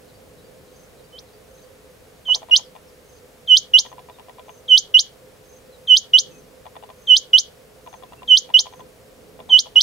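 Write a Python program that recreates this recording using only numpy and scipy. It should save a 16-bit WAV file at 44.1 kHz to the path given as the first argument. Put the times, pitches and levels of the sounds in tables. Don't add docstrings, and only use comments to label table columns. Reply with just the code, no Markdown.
import sys
import numpy as np
from scipy import signal
from scipy.fft import rfft, irfft
from scipy.io import wavfile
from scipy.ndimage import uniform_filter1d, minimum_filter1d

SR = 44100
rng = np.random.default_rng(int(sys.argv[2]) if len(sys.argv) > 2 else 0)


def generate_wav(signal):
    frames = np.transpose(np.atleast_2d(signal))
    scaled = np.clip(frames, -1, 1) * 32767
    pcm = np.round(scaled).astype(np.int16)
    wavfile.write(sys.argv[1], SR, pcm)


N = 433062


def amp(db):
    return 10 ** (np.asarray(db) / 20)


def unit_rms(x):
    return x / np.sqrt(np.mean(x ** 2) + 1e-20)


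def log_interp(points, hz):
    freq_hz, value = np.transpose(points)
    return np.interp(np.log(hz + 1), np.log(freq_hz + 1), value)


def add(mix, start_s, sound):
    part = mix[..., max(round(start_s * SR), 0):][..., :sound.shape[-1]]
    part += sound[..., :part.shape[-1]]


def pan(right_db):
    return amp([[-right_db / 2], [right_db / 2]])


def band(x, hz, kind):
    return signal.sosfilt(signal.butter(2, hz, kind, fs=SR, output="sos"), x)


# freq_hz, coherence
AIR_COHERENCE = [(60, 1), (130, 0.67), (290, .62), (640, .56), (1410, .24), (3100, .04), (6820, 0.68),
                 (15000, 1)]

def stereo_spectra(hz):
    common, separate = rng.standard_normal((2, len(hz))) + 1j * rng.standard_normal((2, len(hz)))
    coherence = np.clip(log_interp(AIR_COHERENCE, hz), 0, .95)
    return np.array([common, coherence * common + np.sqrt(1 - coherence ** 2) * separate])


# freq_hz, density_db
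AIR_SPECTRUM = [(15, -35), (25, -13.5), (55, -5.5), (165, -6.5), (200, -9), (241, -8), (371, -12),
                (414, -5), (500, -8.5), (672, -13), (769, -15.5), (1870, -19.5), (3390, -23), (6310, -26),
                (15800, -31)]
# peak_s, half_length_s, boost_db
AIR_SWELLS = [(.55, 0.64, 3), (6.317, 0.17, 6), (8.2, 0.23, 3.5), (8.818, 0.056, 7), (9.394, 0.29, 5)]

def air(level_db=-50.5, swell_hz=230, rest_db=-.5):
    hz, t = np.fft.rfftfreq(N, 1 / SR), np.arange(N) / SR
    spectra = stereo_spectra(hz) * amp(log_interp(AIR_SPECTRUM, hz))
    hiss = amp(level_db) * unit_rms(irfft(spectra, N))
    low_end = irfft(rfft(hiss) / (1 + np.log2((hz + 1) / swell_hz) ** 4), N)
    swell_db = sum(db * np.exp(-((t - peak_s) / half_s) ** 2) for peak_s, half_s, db in AIR_SWELLS)
    return hiss + low_end * (amp(rest_db + swell_db) - 1)


def narrow_noise(centre_hz, width_hz, level_db):
    hz = np.fft.rfftfreq(N, 1 / SR)
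    spectra = stereo_spectra(hz) / (1 + 2 * ((hz - centre_hz) / width_hz) ** 2)
    return amp(level_db) * unit_rms(irfft(spectra, N))


# centre_hz, width_hz, level_db
HUM_BANDS = [(428.5, 24, -60), (507.7, 28, -54), (650, 130, -63.5)]

def hum(throb_db=2.0, throb_hz=5):
    drift = unit_rms(band(rng.standard_normal((len(HUM_BANDS), N)), throb_hz, "low"))
    drone = sum(gain * narrow_noise(*row) for gain, row in zip(amp(throb_db * drift), HUM_BANDS))
    return pan(right_db=3.5) * drone


def insects():
    return narrow_noise(centre_hz=10100, width_hz=130, level_db=-76.5)


def chirp(length_s, start_hz, end_hz, level_db, waver_ratio=.003):
    hz = np.linspace(start_hz, end_hz, round(length_s * SR))
    hz *= 1 + waver_ratio * unit_rms(uniform_filter1d(rng.standard_normal(len(hz)), size=150))
    return amp(level_db) * np.hanning(len(hz)) * np.sin(2 * np.pi * np.cumsum(hz) / SR)


def scatter(x, onset_s, t60_s, level_db):
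    t = np.arange(SR // 2) / SR
    tail = rng.standard_normal((2, len(t))) * amp(-60 * t / t60_s) * (t > onset_s)
    tail /= np.linalg.norm(tail, axis=1, keepdims=True)
    return amp(level_db) * signal.fftconvolve(x[None], tail, axes=1)[:, :N]


# first_chip_s, level_db
BIRD_TRILLS = [(.728, -51.5), (1.513, -52.5), (2.274, -43), (3.059, -52), (3.797, -48), (4.471, -50.5),
               (5.459, -49), (6.28, -49), (6.988, -52), (7.856, -50), (8.689, -52.5)]
# offset_s, length_s, start_hz, end_hz, level_db, waver_ratio
BIRD_FIGURE = [(-.01, .075, 4230, 3690, -58.5, 0.049), (0.058, 0.053, 4630, 4700, -58, .003)]
# start_s, length_s, start_hz, end_hz, level_db
BIRD_GLIDES = [(2.605, .09, 6000, 4160, -53), (2.861, 0.053, 6440, 4100, -56),
               (3.14, 0.06, 5470, 3900, -56), (4.109, 0.066, 3980, 3440, -55),
               (5.706, 0.066, 4300, 3600, -54), (6.27, 0.15, 2700, 2440, -57), (8.05, 0.1, 2530, 2790, -59),
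               (8.16, .055, 2600, 2800, -50.5)]

def far_birds(chip_s=.026, chip_period_s=.036, figure_start_s=.07, figure_period_s=.297, repeats=6):
    birds = np.zeros(N)
    for first_chip_s, level_db in BIRD_TRILLS:
        for k, accent_db in enumerate([-6, 0, 0, 0]):
            chip = chirp(chip_s, start_hz=6750, end_hz=5850, level_db=level_db + accent_db)
            add(birds, first_chip_s + k * chip_period_s - chip_s / 2, chip)
    for k in range(repeats):
        for offset_s, *glide in BIRD_FIGURE:
            add(birds, figure_start_s + k * figure_period_s + offset_s, chirp(*glide))
    for start_s, *glide in BIRD_GLIDES:
        add(birds, start_s, chirp(*glide))
    return amp(-3.5) * birds + scatter(birds, onset_s=.003, t60_s=.12, level_db=-4)


# time_s, pitch_hz, level_db
NOTE_FLICK = [(-.014, 3121, -7.5), (-.008, 3211, -5.5), (-.004, 3688, -7), (0, 4644, -6),
              (.003, 5700, -8.5), (.006, 5967, -16), (0.0139, 6300, -14.5), (0.0155, 6900, -11.5),
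              (.022, 6700, -33.5)]
# harmonic, level_db
NOTE_OVERTONES = [(2, -30), (3, -47.5), (4, -53), (5, -50.5)]

def quail_note(flick_s, hold, effort_db, attack_db, detune_hz, top_stretch,
               jitter_ratio=.0025, rasp_db=-32, flutter_db=-35, husk_db=-35):
    knot_s, knot_hz, knot_db = np.transpose(hold + NOTE_FLICK)
    knot_s = np.where(knot_s > 0, knot_s * top_stretch, knot_s)
    t = np.arange(knot_s[0], knot_s[-1], 1 / SR)
    in_hold = np.interp(t, [-.04, -.016], [1, 0])
    in_flick = np.interp(t, [-.018, -.006], [0, 1])
    in_top = np.interp(t, [.004, .012], [0, 1])
    noise = rng.standard_normal((4, len(t)))
    pitch_hz = uniform_filter1d(np.interp(t, knot_s, knot_hz), size=60) + detune_hz * (1 - in_flick)
    pitch_hz *= 1 + jitter_ratio * unit_rms(uniform_filter1d(noise[0], size=40))
    phase = 2 * np.pi * np.cumsum(pitch_hz) / SR
    tone = np.sin(phase)
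    drive_db = effort_db * (1 + .3 * in_top) + attack_db * in_hold
    envelope = amp(np.interp(t, knot_s, knot_db) + drive_db) * signal.windows.tukey(len(t), .03)
    overtones = sum(amp(db) * np.sin(round(k) * phase) * (k * pitch_hz < SR / 2)
                    for k, db in NOTE_OVERTONES)
    flare_db = np.interp(t, [-.012, -.000042, .005, .014], [0, 7.5, -6.5, -19]) + .3 * effort_db
    rasp = amp(rasp_db) * unit_rms(band(noise[1], [6000, 13000], "bandpass"))
    flutter = amp(flutter_db) * unit_rms(band(noise[2], 1200, "low")) * np.cos(phase)
    husk = amp(husk_db) * unit_rms(band(noise[3], [3500, 5400], "bandpass"))
    fringe = overtones * amp(flare_db) + in_flick * rasp + (1 - in_hold) * (flutter + husk)
    to_scatter = tone * amp(np.interp(pitch_hz, [2950, 3150], [-9, 0]))
    return flick_s + knot_s[0], envelope * np.array([tone, fringe, to_scatter])


# time_s, pitch_hz, level_db
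SOFT_HOLD = [(-.067, 3076, -27), (-.061, 3060, -19), (-.05, 3015, -19), (-.028, 3088, -12),
             (-.02, 3125, -8)]
SWELLING_HOLD = [(-.101, 4100, -52), (-.095, 3300, -28.5), (-.089, 3136, -18.5), (-.08, 3110, -13.5),
                 (-.07, 3050, -14.5), (-.058, 2985, -7), (-.04, 2928, -1.5), (-.024, 2990, -3)]
ABRUPT_HOLD = [(-.058, 3944, -63.5), (-.055, 3436, -34.5), (-.052, 2936, -13), (-.0495, 2900, -4.5),
               (-.046, 2880, -2), (-.033, 2936, -1.5), (-.024, 2998, -2.5)]
# first_flick_s, second_flick_s, first_effort_db, second_effort_db
QUAIL_CALLS = [(2.3491, 2.5641, -10.5, -2.5), (3.572, 3.7893, 0.5, 0.5), (4.779, 4.9947, 0.5, 0.5),
               (5.971, 6.1881, .5, 1.5), (7.1684, 7.3859, 0, 1), (8.3746, 8.5933, 0, 0),
               (9.592, 9.811, 0, -1)]

def quail_voice(warm_up_s=2.2):
    # attack_db, detune_hz, top_stretch
    swelling_forms = [(-4, -13, .66), (.42, -3.9, .82)]
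    abrupt_forms = [(-5, -60.5, .8), (0, 9.1, .95)]
    voice = np.zeros((3, N))
    add(voice, *quail_note(1.19, SOFT_HOLD, effort_db=-32.5, attack_db=.5, detune_hz=0, top_stretch=1))
    for first_s, second_s, first_db, second_db in QUAIL_CALLS:
        cold = np.exp((QUAIL_CALLS[0][0] - first_s) / warm_up_s)
        blend = np.array([cold, 1 - cold])
        add(voice, *quail_note(first_s, SWELLING_HOLD, first_db, *(blend @ swelling_forms)))
        add(voice, *quail_note(second_s, ABRUPT_HOLD, second_db, *(blend @ abrupt_forms)))
    return voice


# delay_ms, gain_db
LEFT_ECHOES = [(.431, -20.5), (1.837, -17), (2.132, -6), (2.313, -18), (2.653, -4), (7.619, -17.5),
               (10.748, -15), (16.78, -22)]
RIGHT_ECHOES = [(.227, -6), (.476, -18.5), (.952, -8), (1.655, -6), (2.653, -2.5), (3.356, -8.5),
                (9.161, -7.5), (16.961, -19)]

def close_echoes(tone):
    stereo = np.array([tone, tone])
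    for channel, echoes in zip(stereo, (LEFT_ECHOES, RIGHT_ECHOES)):
        for delay_ms, gain_db in echoes:
            add(channel, delay_ms / 1000, amp(gain_db) * tone)
    return stereo


def quail(split_hz=4500, far_echo_s=.08):
    tone, fringe, to_scatter = quail_voice()
    bright, dull = band(to_scatter, split_hz, "high"), band(to_scatter, split_hz, "low")
    leaves = scatter(bright + fringe, onset_s=.0027, t60_s=.11, level_db=-11)
    bushes = scatter(dull, onset_s=.028, t60_s=.23, level_db=-23)
    add(bushes, far_echo_s, scatter(dull, onset_s=0, t60_s=.03, level_db=-39))
    return close_echoes(tone) + fringe + leaves + bushes


# start_s, step_count, period_s, level_db
MOTOR_RUNS = [(2.295, 4, 0.067, -31), (2.594, 2, .168, -33), (3.797, 4, 0.065, -32.5),
              (4.097, 5, 0.099, -32.5), (6.665, 2, 0.1, -30.5), (6.836, 2, 0.065, -32),
              (7.873, 2, 0.066, -30), (8.035, 4, 0.098, -32), (8.501, 2, .1, -31), (8.667, 3, .069, -32),
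              (9.402, 2, 0.099, -31.5), (9.568, 3, 0.099, -32)]
# offset_s, level_db, treble_db
STEP_STROKES = [(-.0105, 4, -3), (0, 6, 1.5), (.007, -4.5, -8)]
# freq_hz, level_db, t60_s
BODY_MODES = [(656, -6, .035), (735, -6, .045), (840, -6.5, 0.043), (913, -8, 0.045), (1005, -8, 0.057),
              (1280, -7, 0.011), (1900, -12.5, .014), (2370, -7, 0.0094), (2890, -11, .014),
              (3400, -7.5, 0.0091), (3626, -10, 0.01), (4300, -16.5, 0.0073)]

def lens_motor(gain_db=-7, treble_hz=1500, spread_rad=.9, vary_db=2.5, attack_s=.0006):
    ticks, t = np.zeros((2, N)), np.arange(SR // 12) / SR
    mode_hz, mode_db, t60_s = np.transpose(BODY_MODES)[:, :, None]
    attack = 1 - np.exp(-t / attack_s)
    steps = [(start_s + k * period_s, level_db)
             for start_s, count, period_s, level_db in MOTOR_RUNS for k in range(round(count))]
    for step_s, step_db in steps:
        for offset_s, stroke_db, treble_db in STEP_STROKES:
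            phase = rng.uniform(0, 2 * np.pi, mode_hz.shape)
            phase = phase + spread_rad * rng.standard_normal((2, *mode_hz.shape))
            ring_db = mode_db + treble_db * (mode_hz > treble_hz)
            ring_db += vary_db * rng.standard_normal(mode_hz.shape)
            modes = amp(ring_db - 60 * t / t60_s) * np.sin(2 * np.pi * mode_hz * t + phase)
            add(ticks, step_s + offset_s, amp(gain_db + step_db + stroke_db) * modes.sum(1) * attack)
    return pan(right_db=-4.5) * ticks + scatter(ticks.mean(0), onset_s=.001, t60_s=.03, level_db=-3)


def scene():
    return quail() + lens_motor() + far_birds() + air() + hum() + insects()


def record(dry, ceiling_db=-.22, release_db_per_s=78.5, cutoff_hz=15800):
    over_db = np.maximum(20 * np.log10(abs(dry).max(0) + 1e-9) - ceiling_db, 0)
    ramp_db = release_db_per_s * np.arange(N) / SR
    reduction_db = np.maximum.accumulate(over_db + ramp_db) - ramp_db
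    gain = uniform_filter1d(minimum_filter1d(amp(-reduction_db), size=100), size=100)
    low_pass = signal.firwin(511, cutoff_hz, window=("kaiser", 9), fs=SR)
    return signal.oaconvolve(dry * gain, low_pass[None], "same")


dry = scene()
out = record(dry)
generate_wav(out)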